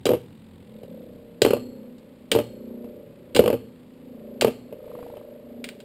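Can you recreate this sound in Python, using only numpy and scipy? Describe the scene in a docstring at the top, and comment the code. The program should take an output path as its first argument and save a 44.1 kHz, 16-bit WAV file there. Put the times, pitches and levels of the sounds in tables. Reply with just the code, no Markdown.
"""In a quiet room, two spinning tops with metal wheels whir on the thin plastic floor of a toy stadium.
The tips' rubbing makes hum, hiss, squeak and drone; the leaning light top taps the floor once a turn.
The wheels clash as short metal tones with a noisy crack; the lighter top is thrown off and bounces,
each landing a drumming floor tone with the bowl's ring and a rattle.
The loudest blows clip, and coarse sampling adds a glassy, mirrored treble."""
import sys
import numpy as np
from scipy import signal
from scipy.fft import rfft, irfft, next_fast_len
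from scipy.io import wavfile
from scipy.ndimage import map_coordinates

SR = 44100
rng = np.random.default_rng(int(sys.argv[2]) if len(sys.argv) > 2 else 0)


def unload_audio(sound):
    """Save the sound as a 16-bit wav file, at the path given as the first command line argument."""
    columns = np.transpose(np.atleast_2d(sound))
    # keep every value between -1 and 1, then stretch to whole-number steps
    steps = np.round(np.clip(columns, -1, 1) * 32767)
    wavfile.write(sys.argv[1], SR, steps.astype(np.int16))


N = 257544

# single landings on the floor: (time [s], level [dB], pitch [Hz], shell rattle against the landing [dB])
LANDINGS = [(0.055, -9, 538, -23), (0.065, -8.5, 464, -7), (0.09, -4.5, 448, -15.5),
            (0.104, -6.5, 472, -22), (0.116, -5.5, 485, -20.5), (0.134, -6.5, 430, -20),
            (0.832, -29.5, 476, -27), (1.418, -1, 421, -20.5), (1.449, 0.5, 427, -12),
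            (1.462, -4, 458, -14.5), (1.506, -5, 417, -13.5), (1.533, -4, 465, -16.5),
            (2.35, -5, 453, -16.5), (2.361, -3.5, 463, -19), (2.387, -6.5, 444, -13.5),
            (2.844, -29, 523, -18), (3.354, -9, 424, -17), (3.365, -5.5, 487, -13.5),
            (3.392, 6, 471, -27.5), (3.419, -15, 480, -21), (3.459, -8, 503, -12.5), (3.477, -6, 490, -12),
            (3.501, -5, 476, -17), (3.528, -9, 476, -16.5), (3.539, -13, 460, -16), (4.42, -6.5, 568, -9),
            (4.446, 1, 477, -16), (4.47, -12, 470, -13), (4.725, -23, 471, -18.5),
            (5.169, -28.5, 565, -14.5)]
# colour of metal touching metal: (frequency [Hz], level [dB])
METAL_CONTACT = [(500, -2.5), (1300, -13), (2200, -3.5), (3200, -3.5), (4800, -7.5), (5800, -19)]
# the light top is thrown off and skitters:
# (time [s], length [s], hop level [dB], spin lost [turns/s], pitch at which its rub resumes [Hz])
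THROWN_OFF = [(.055, 0.11, -14.5, .1, 465), (1.456, 0.12, -17.5, .3, 464.6), (2.316, 0.098, -14, .4, 504),
              (3.352, .195, -12, 1.8, 436), (4.409, 0.081, -12, .1, 579)]
# the rubbing hum, before a small fixed lift: (time [s], low hum level [dB], high hum level [dB])
HUM_LEVELS = np.vstack([ [(0.25, -56, -74), (0.48, -95, -60.5), (0.938, -45, -50), (1.36, -50, -57.5)],
              [(1.66, -37, -45), (1.89, -42, -51), (1.976, -46, -57), (2.27, -53.5, -59)],
              [(2.5, -42.5, -48.5), (2.754, -42.5, -43.5), (3.226, -60.5, -53), (3.3, -54, -52.5)],
              [(3.69, -46.5, -48.5), (3.786, -50.5, -61.5), (4.258, -42, -45), (4.36, -43, -47.5)],
              [(4.58, -47.5, -51.5), (4.946, -59.5, -43), (5.666, -40.5, -51.5), (5.8, -47, -51.5)], ])

# the light, wobbling top: spin at the start (turns/s) and loss to friction (turns/s each second)
START_SPIN, SPIN_FRICTION = 31.9, 0.45
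# the same for the upright top
UPRIGHT_SPIN, UPRIGHT_FRICTION = 44, 0.7
# the light top's deepest lean, which falls on one of its taps (s), and its spread to either side (s)
LEAN_S, LEAN_WIDTH_S = 5.026, 0.18
# softness of the fades as the upright top settles (s)
SETTLE_S = 0.1
# build-up of the shell's rattle and of a tap's drag (s)
RATTLE_ATTACK_S = 0.0011


def amp(db):
    """Turn decibels into gain."""
    return 10 ** (np.asarray(db) / 20)


def unit(x):
    """Scale a sound to an average (rms) level of 1."""
    return x / np.sqrt(np.mean(x ** 2) + 1e-20)


def along(points, hz):
    """Read a value off (frequency, value) points, on a log frequency axis."""
    f, v = np.transpose(points)
    return np.interp(np.log(hz + 1), np.log(f + 1), v)


def curves(rows):
    """Draw one curve over time for each column after the time."""
    s, *cols = np.transpose(rows)
    return [np.interp(np.arange(N) / SR, s, c) for c in cols]


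def drift(rate):
    """A smooth random curve with rate knots a second."""
    knots = rng.standard_normal(int(N * rate / SR) + 4)
    return map_coordinates(knots, [np.arange(N) * rate / SR])


def filtered(x, response):
    """Multiply the spectrum of x by a response that depends on frequency."""
    m = next_fast_len(len(x) + SR // 4)
    spectrum = rfft(x, m) * response(np.fft.rfftfreq(m, 1 / SR))
    return irfft(spectrum, m)[:len(x)]


def coloured(x, spectrum):
    """Give x a colour from (frequency [Hz], level [dB]) points, at rms 1."""
    return unit(filtered(x, lambda hz: amp(along(spectrum, hz))))


def noise(spectrum, size):
    """Coloured noise of rms 1."""
    return coloured(rng.standard_normal(size), spectrum)


def fade(t, t60):
    """A fall of 60 dB in t60 seconds."""
    return np.exp(-np.log(1000) * t / t60)


def add(track, s, sound):
    """Mix a sound in at s seconds."""
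    start = max(round(s * SR), 0)
    track[start:start + len(sound)] += sound[:max(N - start, 0)]


def room_air():
    """The quiet room's air is a soft, mostly low noise."""
    # colour: (frequency [Hz], level [dB])
    air_colour = [(20, -12), (60, -1), (120, 6), (250, 9.5), (700, -9), (2000, -22), (5800, -71)]
    return amp(-53.5) * noise(air_colour, size=N)


def room(x):
    """A small room's echoes blur into a noise tail that dies at a different rate for each pitch."""
    # decay: (frequency [Hz], time to fall 60 dB [s])
    room_decay = [(100, 0.98), (500, 0.29), (3000, 0.42), (6000, 0.38)]
    hz, t, z = signal.stft(rng.standard_normal(SR), SR, nperseg=256)
    tail = signal.istft(z * fade(t, along(room_decay, hz)[:, None]), SR, nperseg=256)[1]
    delayed = np.pad(x, (SR // 200, 0))  # the tail starts 5 ms late
    return signal.fftconvolve(delayed, tail / np.linalg.norm(tail))[:N]


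def lean():
    """How far the light top leans toward its rim, 0-1."""
    return np.exp(-((np.arange(N) / SR - LEAN_S) / LEAN_WIDTH_S) ** 2)


def light_turns():
    """Turns of the light top, counted from its deepest lean: friction slows it steadily, throws at once."""
    t = np.arange(N) / SR
    lost_to_throws = sum(lost * (t > s) for s, _, _, lost, _ in THROWN_OFF)
    spin = START_SPIN - SPIN_FRICTION * t - lost_to_throws
    turns = np.cumsum(spin) / SR
    return turns - np.interp(LEAN_S, t, turns)


def upright_turns():
    """Turns of the upright top, which friction slows steadily."""
    return np.cumsum(UPRIGHT_SPIN - UPRIGHT_FRICTION * np.arange(N) / SR) / SR


def track_grain(turns, points=2048):
    """The roughness that a tip meets again at every turn, slowly changing as the top wanders."""
    place = np.stack([turns * 0.12, turns % 1 * points])
    floor = rng.standard_normal((64, int(points)))
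    return map_coordinates(floor, place, order=1, mode="grid-wrap")


def drone(steady_turns):
    """The upright top's tip meets the same grain each turn: a low drone that fades steadily."""
    level_db = -47 - 2.53 * np.arange(N) / SR  # falls 2.53 dB a second
    colour = [(50, -15.5), (105, 0.5), (145, -2), (190, 4), (260, -6.5), (800, -53.5), (3000, -75.5)]
    return amp(level_db) * coloured(track_grain(steady_turns), colour)


def squeak(steady_turns):
    """While the upright top circles, its tip rubs out a faint, narrow whine in short strokes."""
    pitch_hz, width_hz, level_db = 3650, 390, -73
    half_faded_s = 1.2
    band = filtered(rng.standard_normal(N), lambda hz: 1 / (1 + ((hz - pitch_hz) / width_hz) ** 2))
    stroke = unit(np.abs(np.sin(np.pi * steady_turns)) ** 6)  # one a turn
    fade_out = 0.5 - 0.5 * np.tanh((np.arange(N) / SR - half_faded_s) / SETTLE_S)
    return amp(level_db) * unit(band) * stroke * fade_out


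def scrape(turns, steady_turns):
    """Both tips hiss on the plastic, one short stroke a turn; the upright one grips more while circling."""
    # colour of tips on plastic: (frequency [Hz], level [dB])
    scrape_colour = [(400, -3.5), (800, 13.5), (1400, 5), (2200, 8), (3200, 6), (4800, -0.5), (5800, -14.5)]
    circling_end_s = 0.95
    stroke = lambda phase: np.abs(np.sin(np.pi * phase)) ** 10
    circling = 0.5 - 0.5 * np.tanh((np.arange(N) / SR - circling_end_s) / SETTLE_S)
    upright_share = np.clip(0.085 + 0.25 * circling, 0, 1)
    upright_grip = 1.55 * upright_share * stroke(steady_turns)
    light_grip = 0.31 * (1 - upright_share) * stroke(turns)
    grip = unit((0.5 + upright_grip + light_grip) * amp(0.27 * drift(120)))
    level_db = -64.5 + 5.5 * lean()  # louder in the lean
    return amp(level_db) * grip * noise(scrape_colour, size=N)


def rub_pitch():
    """The top pitch of the rub restarts at each throw and climbs to a limit."""
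    climb_hz_per_s, limit_hz = 165.2, 642.4
    t, hz = np.arange(N) / SR, np.full(N, limit_hz)
    for s, _, _, _, resume_hz in THROWN_OFF:
        hz = np.where(t > s, resume_hz + climb_hz_per_s * (t - s), hz)
    return np.minimum(hz, limit_hz)


def hum(turns):
    """The light top's tip rubs the floor into a tone whose pitch rises and falls once a turn."""
    low_db, high_db = curves(HUM_LEVELS)
    angle = 2 * np.pi * (turns + 0.028 * drift(2.8))
    swing = 0.5 + 0.5 * np.cos(angle - 0.5 * np.cos(angle))
    cycles = np.cumsum(215 + (rub_pitch() - 215) * swing) / SR  # swings up from 215 Hz
    # the wave starts afresh at each turn
    turn_start = np.searchsorted(np.floor(turns), np.floor(turns))
    wave = np.sin(2 * np.pi * (cycles - cycles[turn_start]))
    tone = wave * np.abs(np.sin(np.pi * turns)) ** 0.61
    grain_colour = [(60, -33), (200, 15.0), (500, 18.0), (650, -17.5), (900, -29.0)]
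    grain = coloured(track_grain(turns), grain_colour)
    rub = unit(tone * amp(1.46 * drift(14))) + amp(0.5) * grain
    low_colour = [(60, 12), (120, -44), (180, -17.0), (232, 3.0), (300, -21.5), (420, -23.0),
                  (800, -2), (3000, -70)]
    high_colour = [(200, -31.0), (350, -11.5), (470, -3.0), (610, 9.5), (705, -68.5),
                   (1200, -25), (4000, -62)]
    low, high = coloured(rub, low_colour), coloured(rub, high_colour)
    return amp(low_db + 0.8) * low + amp(high_db + 0.5) * high


def thud(t, hz, t60, contact):
    """The floor drums under the tip, swelling while it presses in."""
    swell = 1 - np.exp(-(t / contact) ** 2)
    return np.sin(2 * np.pi * hz * t) * fade(t, t60) * swell


def taps(turns):
    """The leaning top nudges the floor once a turn; harder taps are higher and drag more."""
    high_db = curves(HUM_LEVELS)[1]
    # taps grow with the high hum and in the lean
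    tap_db = -36 + 1.3 * (high_db - high_db.mean()) + 5.5 * lean()
    soft_tap = 0.3  # hardness outside the lean (0-1)
    hardness = soft_tap + (1 - soft_tap) * lean()
    drag_colour = [(150, 0.5), (550, 2), (1100, -3), (1700, -19.5), (5000, -37.5), (6000, -56)]
    out, t = np.zeros(N), np.arange(SR // 8) / SR
    drag_shape = fade(t, 0.035) * (1 - np.exp(-t / RATTLE_ATTACK_S))
    for i in np.flatnonzero(np.diff(np.floor(turns))):
        pitch_hz = (345 + 215 * hardness[i]) * np.exp(0.04 * rng.normal())
        knock = thud(t, pitch_hz, t60=0.014, contact=0.0018)
        drag = noise(drag_colour, size=len(t)) * drag_shape
        level = amp(tap_db[i] + 0.42 * rng.normal())
        add(out, i / SR, level * (knock + 0.23 * hardness[i] * drag))
    return out


def stadium(x):
    """The plastic bowl resonates at its own pitches, neighbours pushing in opposite directions."""
    # resonances: (frequency [Hz], width [Hz], level [dB])
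    bowl_modes = [(77.2, 8.1, -9.5), (117.6, 10.2, 0), (236.7, 38.3, 3), (353, 62, 2), (471, 36, 7),
                  (582, 52, 1), (827, 137, -15.5), (1190, 20, -19)]

    def response(f):
        """Sum the bowl's resonances."""
        return sum((-1) ** k * amp(db) * 1j * f * width / (centre ** 2 - f * f + 1j * f * width)
                   for k, (centre, width, db) in enumerate(bowl_modes))

    return filtered(x, response)


def landing(t, db, pitch_hz, rattle_db):
    """A landing drums on the floor and rattles the shell; the bowl's ring grows more slowly than the blow."""
    # colour of the rattling plastic shell: (frequency [Hz], level [dB])
    rattle_colour = [(300, -45), (830, 9.5), (1030, 2.5), (1230, 3.5), (1400, -4.5), (1590, -2),
                     (1800, -10), (2650, 0), (3050, 1.5), (3800, -15), (5000, -11.5), (5900, -30)]
    drum = thud(t, pitch_hz, t60=0.021, contact=0.0018)
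    bowl = stadium(rng.standard_normal(len(t)) * fade(t, 0.045))
    bowl *= amp(-0.6 * max(db + 9.5, 0)) / np.abs(bowl).max()
    rattle_shape = (fade(t, 0.018) + amp(-18.0) * fade(t, 0.17)) * (1 - np.exp(-t / RATTLE_ATTACK_S))
    rattle = noise(rattle_colour, size=len(t)) * rattle_shape
    return amp(db) * (amp(5) * drum + amp(-5.0) * bowl + amp(rattle_db) * rattle)


def skitter(count=16):
    """A thrown top makes quick, uneven little hops, except while it flies toward a single landing."""
    hop_s, hop_scatter = 0.014, 0.2  # time between hops (s), its scatter (share)
    flight_s = 0.02  # time in the air before a landing of 0 dB; weaker landings have less
    out, t = np.zeros(N), np.arange(SR // 3) / SR
    big_s, big_db = np.transpose(LANDINGS)[:2]
    takeoff_s = big_s - hop_s / 2 - flight_s * amp(big_db)
    for start, length, db, _, _ in THROWN_OFF:
        for k, (late, strength, detune) in enumerate(rng.standard_normal((count, 3))):
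            s = start + hop_s * abs(k + hop_scatter * late)
            pitch_hz = 467 * np.exp(0.026 * detune)
            hop = landing(t, db + 2.5 * strength, pitch_hz, rattle_db=-16)
            airborne = np.any((s > takeoff_s) & (s < big_s + hop_s / 2))
            if k * hop_s < length and not airborne:
                add(out, s, hop)
    return out


def bounces():
    """The landings that stand out singly, each drumming on the floor."""
    out, t = np.zeros(N), np.arange(SR // 3) / SR
    for s, db, pitch_hz, rattle_db in LANDINGS:
        add(out, s, landing(t, db, pitch_hz, rattle_db))
    return out


def ringing(t, modes):
    """Metal rings in several fading tones, struck at new strengths each time."""
    return sum(amp(db + 0.4 * rng.normal()) * fade(t, t60) * np.sin(2 * np.pi * (hz * t + rng.random()))
               for hz, db, t60 in modes)


def singing(t, spin):
    """A wheel's bending modes: their lobes sweep past as it turns, splitting each tone in two."""
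    # long bending modes: (frequency [Hz], level [dB], time to fall 60 dB [s])
    bending_modes = [(3100, -3, 0.25), (4289, 0, 0.7)]
    lobes = np.cos(2 * np.pi * (2 * spin * t + rng.random()))
    waver = 1 + 0.47 * np.sin(2 * np.pi * spin * t)
    return ringing(t, bending_modes) * lobes * waver


def small_parts(t, count):
    """Parts clamped to the wheel add many weak, short tones at random pitches."""
    pitch, life, phase = rng.random((3, count, 1))
    hz = 1200 + 4500 * pitch
    t60 = 0.04 + 0.16 * life
    tones = amp(along(METAL_CONTACT, hz)) * fade(t, t60) * np.sin(2 * np.pi * (hz * t + phase))
    return np.sum(tones, axis=0) / np.sqrt(count)


def clashes():
    """A hard crack and ringing wheels; each contact favours the tones near its own pitch."""
    # a wheel strikes the other wheel or the floor; ring and singing are relative to the clash:
    # (time [s], level [dB], ring [dB], long singing [dB], pitch of the contact [Hz])
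    strikes = [(0.0551, -17, 7, -35, 4770), (.833, -47.5, 2, -20, 2830), (1.419, -11, 5.5, -9.5, 3630),
               (1.982, -49.5, -4, -11, 3960), (2.316, -7.5, -0.5, -20.5, 3070),
               (3.3487, -18, 4.5, -15, 3870), (3.363, -12, 4, -20, 3400), (3.391, -15.5, -3, -20, 1600),
               (4.411, -10.5, 0, -24, 3600), (5.642, -22, -27, -34, 2060), (5.689, -28.5, 0, -32, 1980),
               (5.803, -40, 3, -24, 2980)]
    # tones of the metal wheels: (frequency [Hz], level [dB], time to fall 60 dB [s])
    wheel_modes = [(1526, -4.5, .027), (1536, 2.5, .04), (2020, -12, .02), (2250, -18, .05), (2790, -5, .1),
                   (2940, -10.5, .097), (2910, -16, .23), (2975, -19, .21), (3205, -2, .06),
                   (3450, -15.5, .047), (3980, -5, .09), (3835, -24, .3), (4890, -2.5, .06),
                   (5680, -24, .3)]
    out, t = np.zeros(N), np.arange(SR * 2 // 3) / SR
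    crack_shape = fade(t, 0.021) + amp(-12) * fade(t, 0.14)
    for s, db, ring_db, sing_db, pitch_hz in strikes:
        # the singing wheel makes 33.5 turns a second
        ring = amp(ring_db) * ringing(t, wheel_modes) + amp(sing_db) * singing(t, spin=33.5)
        crack = noise(METAL_CONTACT, size=len(t)) * crack_shape
        clash = amp(-15.5) * ring + amp(-4) * crack + amp(-13.0) * small_parts(t, count=28)
        # weaker with distance in octaves from the contact's pitch
        favour = lambda hz: amp(-3.2 * np.minimum(np.log2((hz + 1) / pitch_hz) ** 2, 2))
        add(out, s, amp(db) * filtered(clash, favour))
    return out


def scene():
    """Both tops in the stadium, in a quiet room."""
    turns, steady_turns = light_turns(), upright_turns()
    hum_lead = 0.15  # the hum runs this share of a turn ahead of the taps
    whir = drone(steady_turns) + squeak(steady_turns) + scrape(turns, steady_turns)
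    whir += hum(turns + hum_lead) + taps(turns)
    blows = skitter() + bounces() + clashes()
    return (room_air() + whir + blows + amp(-15.5) * room(blows))[None]


def record(dry):
    """Loud peaks clip; holding each coarse sample mirrors the sound about half the sampling rate."""
    hold_hz, top_hz = 12000, 15650  # coarse sampling rate, upper limit of the treble
    below = lambda hz, edge: 1 / np.sqrt(1 + (hz / edge) ** 80)  # steep low-pass
    base = filtered(np.clip(dry[0], -1, 1), lambda hz: below(hz, hold_hz / 2))
    # slope, shift to the mirrored pitches, then undo the slope: a held sample's weaker mirror
    slope = filtered(base, lambda hz: 1j * hz)
    steps = slope * 2 * np.cos(2 * np.pi * hold_hz * np.arange(N) / SR)
    mirror = filtered(steps, lambda hz: 1 / (1j * np.maximum(hz, hold_hz / 2)))
    return filtered(base + mirror, lambda hz: below(hz, top_hz) ** 2)[None]


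dry = scene()
out = record(dry)
unload_audio(out)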